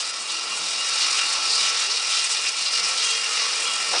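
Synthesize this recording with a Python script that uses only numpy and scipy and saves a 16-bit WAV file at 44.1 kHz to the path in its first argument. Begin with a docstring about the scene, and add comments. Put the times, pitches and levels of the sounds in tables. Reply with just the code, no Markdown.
"""A rope-twisting machine rattles across an open yard. Its spinning hooks chatter in loose metal bearings:
a dense stream of tiny impacts that pulses with each turn and comes in surges. Small blows keep the frame
ringing and the stand clattering; friction makes the spindles whine and metal parts squeal briefly.
A few soft thuds pass underneath, and something knocks near the end."""
import sys
import numpy as np
from scipy import signal
from scipy.fft import rfft, irfft
from scipy.io import wavfile
from scipy.ndimage import uniform_filter1d

SR = 44100
rng = np.random.default_rng(int(sys.argv[2]) if len(sys.argv) > 2 else 0)


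def master_out(mix):
    """Clip the mix to full scale and print it as 16-bit PCM to the path in sys.argv[1]."""
    frames = np.transpose(np.atleast_2d(mix))
    ceiling = np.clip(frames, -1, 1)
    pcm = np.round(ceiling * 32767).astype(np.int16)
    wavfile.write(sys.argv[1], SR, pcm)


N = 176400
TIME_S = np.arange(N) / SR


def undb(db):
    """Decibels to gain."""
    return np.exp(np.asarray(db) * np.log(10) / 20)


def unit(x):
    """Scale to rms 1."""
    return x / np.sqrt(np.mean(x ** 2))


def curve(rows):
    """Join (t/s, value) rows by straight lines."""
    return np.interp(TIME_S, *np.array(rows).T)


def swell(middle_s, length_s):
    """Rounded rise, hold and fall; peak 1."""
    away = np.minimum(np.square(2 * (TIME_S - middle_s) / length_s), 8)
    return np.exp(-np.square(away) / 2)


def walk(rate_hz):
    """Smooth random drift, spread near 1."""
    hold = max(int(SR / rate_hz), 2)
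    steps = np.repeat(rng.standard_normal(N // hold + 1), hold)
    return 1.3 * uniform_filter1d(uniform_filter1d(steps, hold), hold)[:N]


def colour(x, points, size=4096):
    """Minimum-phase filter through (f/Hz, level/dB) points; output rms 1."""
    hz, db = np.array(points).T
    bins_hz = np.maximum(np.arange(size // 2 + 1) * SR / size, 1)
    cepstrum = irfft(np.log(undb(np.interp(np.log(bins_hz), np.log(hz), db))))
    cepstrum[1:size // 2] *= 2
    cepstrum[size // 2 + 1:] = 0
    response = irfft(np.exp(rfft(cepstrum)))
    return unit(signal.fftconvolve(x, response)[:N])


def band(x, hz, width_hz):
    """Broad resonance; output rms 1."""
    edges_hz = np.clip([hz - width_hz / 2, hz + width_hz / 2], SR / 100, SR / 3)
    return unit(signal.sosfilt(signal.butter(2, edges_hz, "band", fs=SR, output="sos"), x))


def ring(x, hz, t60_s):
    """One decaying mode driven by x; output rms 1."""
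    pole = np.exp((2j * np.pi * hz - np.log(1000) / t60_s) / SR)
    return unit(signal.lfilter([1, -1], [1, -pole], x).imag)


def impacts(turn, per_s, spread_db):
    """Random contacts of uneven strength, denser and harder once a turn."""
    hit = rng.random(N) < per_s / SR * turn
    sign = rng.choice([-1, 1], N)
    strength = undb(spread_db * np.clip(rng.standard_normal(N), -2, 2))
    return hit * sign * strength * np.sqrt(turn)


def friction_tone(hz, waver_hz):
    """Rough tone wavering in pitch and strength; rms 1."""
    cycles = np.cumsum(hz + waver_hz * walk(330)) / SR
    flicker_db = 2.2 * walk(90)
    return unit(np.sin(2 * np.pi * cycles) * undb(flicker_db))


def slack():
    """Gain of the rattling, which eases briefly between surges."""
    dips = [(0.122, 0.017, -11), (0.84, 0.01, -1), (1.4, 0.05, -3), (1.732, 0.035, -2.5),
            (1.887, 0.025, -5), (2.02, .06, -2), (2.287, 0.021, -4.5), (2.406, 0.061, -2.5),
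            (2.535, 0.047, -3), (2.694, 0.041, -5.5), (2.822, 0.015, -4.5)]  # middle/s, length/s, gain/dB
    return undb(sum(db * swell(middle_s, length_s) for middle_s, length_s, db in dips))


def scatter(x, t60_s=.2, wet_db=-11):
    """Direct sound plus faint reflections from ground, posts and wall; keeps the level."""
    t = TIME_S[:SR // 4]
    tail = rng.standard_normal(len(t)) * np.exp(-np.log(1000) * t / t60_s)
    wet = signal.fftconvolve(x, tail / np.linalg.norm(tail))[:N]
    return (x + undb(wet_db) * wet) / np.hypot(1, undb(wet_db))


def yard_air(level_db=-82):
    """Quiet air of the yard, mostly low rumble."""
    # f/Hz, level/dB
    spectrum = [(20, -1.5), (45, 19), (90, 6), (140, -1.5), (400, -3), (2000, -22), (10000, -29)]
    return undb(level_db) * colour(rng.standard_normal(N), spectrum)


def thuds(rise_s=.03, waver_hz=15):
    """Soft low bumps that swell and die away."""
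    bumps = [(.46, 217, -54), (.585, 177, -52), (1.59, 182, -55), (1.86, 404, -45.5), (2.795, 168, -54),
             (3.88, 183, -52)]  # t/s, f/Hz, level/dB
    out = 0
    for start_s, hz, db in bumps:
        age = np.maximum(TIME_S - start_s, 0) / rise_s
        cycles = np.cumsum(hz + waver_hz * walk(110)) / SR
        out += undb(db) * age * np.exp(1 - age) * np.sin(2 * np.pi * cycles)
    return out


def knock(t60_s=.13):
    """Dull knock of several quick contacts."""
    contacts = [(3.912, -33), (3.926, -32.5), (3.936, -26), (3.948, -31.5), (3.961, -34)]  # t/s, level/dB
    spectrum = [(40, -47), (100, -28), (250, -7), (400, 5.5), (620, 6.5), (830, 12.5), (1050, 7), (1450, 5),
                (2500, -3), (6000, -33)]  # f/Hz, level/dB
    envelope = 0
    for start_s, db in contacts:
        age_s = np.maximum(TIME_S - start_s, 0)
        envelope += undb(db - 60 * age_s / t60_s) * (TIME_S >= start_s)
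    rms = np.sqrt(np.mean(envelope ** 2))
    return rms * colour(envelope * rng.standard_normal(N), spectrum)


def stand(turn):
    """The shaken stand clatters dully and rings in four hollow modes; the upper pair grows later."""
    clatter_spectrum = [(40, -45), (100, -23.5), (170, -16.5), (290, -9.5), (350, -8), (480, -2),
                        (650, -2.5), (900, -0.5), (1200, 2), (1500, -9), (2200, -23.5), (3200, 0),
                        (6000, -12)]  # f/Hz, level/dB
    clatter_level = [(0, -40.5), (.4, -38), (.7, -37.5), (1.15, -37.5), (1.5, -35.5), (1.8, -38.5),
                     (2.2, -38.5), (2.6, -39.5), (3, -36), (3.25, -43), (3.42, -38), (3.7, -35.5), (4, -38)]  # t/s, level/dB
    modes_hz = [232, 326, 453, 500]  # f/Hz
    mode_decays = [(.3, -67), (0.5, -59.5), (0.54, -51), (.2, -55.5)]  # t60/s, level/dB
    lower_gain = [(0, -1), (.7, 1.5), (1.2, -6), (2.5, -7), (4, -1.5)]  # t/s, gain/dB
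    upper_gain = [(0, -9), (.7, -6), (1.4, -10), (1.8, 0.5), (2.05, -9), (2.6, -10), (2.8, 1.5), (3.2, 0.5),
                  (3.6, 2), (4, -6)]  # t/s, gain/dB
    shakes = impacts(turn, per_s=3300, spread_db=.5)
    clatter = colour(shakes, clatter_spectrum) * undb(curve(clatter_level))
    blows = impacts(turn, per_s=700, spread_db=4.5)
    modes = [undb(db) * ring(blows, hz, t60_s) for hz, (t60_s, db) in zip(modes_hz, mode_decays)]
    return clatter + sum(modes[:2]) * undb(curve(lower_gain)) + sum(modes[2:]) * undb(curve(upper_gain))


def loose_parts(turn):
    """Midrange rattle that sets in as the machine works harder."""
    spectrum = [(60, -58), (500, -14), (1000, -18.5), (1400, -1.5), (1650, 1), (1950, 3), (2300, 0),
                (2700, 2.5), (4000, -13.5), (10000, -52)]  # f/Hz, level/dB
    level = [(0, -40), (0.19, -43.5), (.55, -43.5), (.78, -42), (.88, -36.5), (1.18, -34.5), (1.42, -37),
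             (1.56, -42), (1.64, -34), (1.8, -32.5), (1.9, -41), (2.15, -37.5), (2.47, -36.5), (2.56, -42),
             (2.77, -36), (3.26, -37), (3.38, -32), (3.6, -37), (4, -39.5)]  # t/s, level/dB
    contacts = impacts(turn, per_s=2000, spread_db=4.5)
    return colour(contacts, spectrum) * undb(curve(level)) * slack()


def frame(turn, flicker_db=.9, low_cut_hz=290):
    """Small blows ring the metal frame; each mode flickers as the contacts shift."""
    modes_hz = [870, 1080, 1137, 1268, 1329, 1353, 1418, 1841, 1920, 1976, 2075, 2276, 2385, 2460, 2633,
                2745, 2835, 2910, 3258, 4124, 4410, 4511, 4680, 4865, 4990, 5125, 5233, 5410, 5680]  # f/Hz
    mode_decays = [(.06, -53), (0.16, -55.5), (0.11, -47.5), (0.078, -48.5), (0.32, -44.5), (0.15, -47),
                   (0.14, -52.5), (0.2, -52), (.14, -54.5), (.25, -50), (0.36, -51), (0.11, -49.5),
                   (0.05, -45), (0.18, -45), (0.14, -49.5), (.12, -41.5), (0.088, -41), (0.084, -50.5),
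                   (0.071, -48.5), (.2, -46.5), (0.25, -41), (0.38, -46.5), (0.13, -57), (0.24, -42),
                   (.14, -46), (.12, -45), (.18, -60), (0.1, -45), (0.27, -46)]  # t60/s, level/dB
    overall_gain = [(0, 0), (.2, -3), (.5, 2), (.8, -0.5), (1.1, 4.5), (1.7, 4), (2, 2), (2.55, 0),
                    (3.1, 2), (3.6, 2), (4, 2)]  # t/s, gain/dB
    middle_gain = [(0, -1.5), (1.4, -1.5), (2.2, 1.5), (2.9, 1.5), (4, 1)]  # middle modes only: t/s, gain/dB
    blows = impacts(turn, per_s=1000, spread_db=2)
    ringing = 0
    for hz, (t60_s, db) in zip(modes_hz, mode_decays):
        lift_db = curve(middle_gain) if 1800 < hz < 3300 else 0
        ringing += undb(db + lift_db + flicker_db * walk(10)) * ring(blows, hz, t60_s)
    bass_cut = signal.butter(2, low_cut_hz, "high", fs=SR, output="sos")  # the ringing carries little bass
    return signal.sosfilt(bass_cut, ringing) * undb(curve(overall_gain))


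def whine():
    """Thin friction whine of the spindles."""
    level = [(0, -48), (.55, -45), (.68, -41), (.9, -36), (1.03, -38), (1.3, -38), (1.4, -47), (1.62, -34),
             (1.74, -43), (2, -38), (2.5, -51.5), (3.05, -44), (4, -48)]  # t/s, level/dB
    return friction_tone(hz=3812, waver_hz=30) * undb(curve(level))


def squeals():
    """Rubbing metal parts sing out briefly."""
    events = [(.36, 0.11, 2780, -36), (0.806, 0.042, 2820, -31), (1.023, 0.07, 2830, -32.5),
              (1.234, 0.054, 2830, -34), (1.825, 0.053, 1292, -37), (2.193, 0.046, 2770, -34),
              (2.45, .05, 2770, -33), (2.774, 0.07, 2820, -33.5), (2.93, 0.077, 2767, -40),
              (3.085, 0.34, 2805, -37), (3.11, 0.19, 3250, -32), (3.334, 0.11, 1264, -39),
              (3.443, 0.081, 1123, -36.5), (3.375, 0.16, 2840, -36), (3.715, 0.12, 2875, -34),
              (3.703, 0.13, 3262, -33)]  # middle/s, length/s, f/Hz, level/dB
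    return sum(undb(db) * swell(middle_s, length_s) * friction_tone(hz, waver_hz=45)
               for middle_s, length_s, hz, db in events)


def crackle(turn, flutter_db=2.1):
    """Tiny contacts make a fine crackle in the treble."""
    spectrum = [(60, -78), (1500, -44.5), (5000, -32.5), (6400, 0), (7600, 1.5), (8800, 0.5), (10200, -9.5)]  # f/Hz, level/dB
    level = [(0, -33.5), (.13, -36), (.33, -35.5), (.48, -39.5), (.63, -32.5), (.8, -35), (.88, -31),
             (1.3, -31.5), (1.41, -33), (1.5, -29), (1.95, -34), (2.2, -29.5), (2.47, -30), (2.54, -34),
             (2.9, -31), (3.07, -32.5), (3.45, -33.5), (3.7, -31.5), (4, -35)]  # t/s, level/dB
    contacts = impacts(turn, per_s=10000, spread_db=1.5)
    return colour(contacts, spectrum) * undb(curve(level) + flutter_db * walk(110)) * slack()


def scraping(turn):
    """Surges of harder scraping, each in its own band."""
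    surges = [(.01, 0.025, 5140, 4020, -28), (0.298, 0.023, 3970, 1500, -29),
              (1.025, 0.041, 4600, 2200, -23), (1.187, 0.028, 4100, 3800, -22.5),
              (1.546, .1, 4720, 1100, -25), (1.651, .076, 3900, 2200, -27), (1.69, 0.036, 5450, 1000, -25),
              (1.81, 0.094, 4500, 2600, -27), (1.916, .026, 4850, 1800, -23.5),
              (1.965, 0.043, 4640, 1600, -26.5), (2.155, 0.1, 4440, 3000, -23.5),
              (2.328, 0.018, 6050, 4000, -26.5), (2.368, 0.027, 3930, 900, -27),
              (2.47, 0.049, 2590, 600, -33), (2.475, 0.026, 5000, 1400, -27.5),
              (2.672, 0.038, 4630, 1400, -25), (2.763, 0.08, 4940, 1500, -23.5),
              (2.848, 0.041, 5130, 900, -25), (2.999, 0.073, 4620, 1700, -26),
              (3.092, 0.13, 5250, 3000, -27.5), (3.39, 0.12, 4900, 2000, -27)]  # middle/s, length/s, f/Hz, width/Hz, level/dB
    contacts = impacts(turn, per_s=9000, spread_db=2.2)
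    return sum(undb(db) * swell(middle_s, length_s) * band(contacts, hz, width_hz)
               for middle_s, length_s, hz, width_hz, db in surges)


def chatter(turn, gain_db=2, flutter_db=.7):
    """The hooks strike their loose bearings in a dense stream."""
    spectrum = [(60, -78.5), (300, -59.5), (900, -23.5), (1600, -29.5), (2000, -16.5), (2400, -1.5),
                (3100, -7.5), (3700, 1), (4400, -0.5), (5100, 3.5), (5800, 2), (6300, -8.5), (7500, -14),
                (10200, -21.5)]  # one impact: f/Hz, level/dB
    level = [(0, -34), (.12, -32.5), (.25, -38.5), (.31, -31), (.48, -36.5), (.65, -31.5), (.8, -30.5),
             (.93, -28.5), (1.25, -27), (1.4, -28), (1.6, -26), (1.75, -29.5), (2.28, -28.5), (2.55, -29),
             (2.8, -28.5), (3.1, -32), (3.45, -28.5), (3.85, -32.5), (4, -25)]  # t/s, level/dB
    contacts = impacts(turn, per_s=9000, spread_db=2.2)
    return colour(contacts, spectrum) * undb(gain_db + curve(level) + flutter_db * walk(23.5)) * slack()


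def machine(turn_hz=43.5, wander=.06, depth=.12):
    """The hooks spin at a wandering speed and bunch the impacts of every part once a turn."""
    turns = np.cumsum(turn_hz * (1 + wander * walk(6.4))) / SR
    turn = 1 + depth * np.sin(2 * np.pi * turns)
    bearings = chatter(turn)
    treble = crackle(turn)
    surges = scraping(turn)
    tones = squeals() + whine()
    hooks = scatter(bearings + surges) + treble + tones
    return hooks + frame(turn) + loose_parts(turn) + stand(turn)


def scene():
    """Machine, thuds, knock and yard air; mono."""
    return (machine() + thuds() + knock() + yard_air())[None]


def record(dry):
    """Steep low-pass."""
    top_hz = 10150
    return signal.sosfilt(signal.ellip(12, .1, 90, top_hz, fs=SR, output="sos"), dry)


dry = scene()
out = record(dry)
master_out(out)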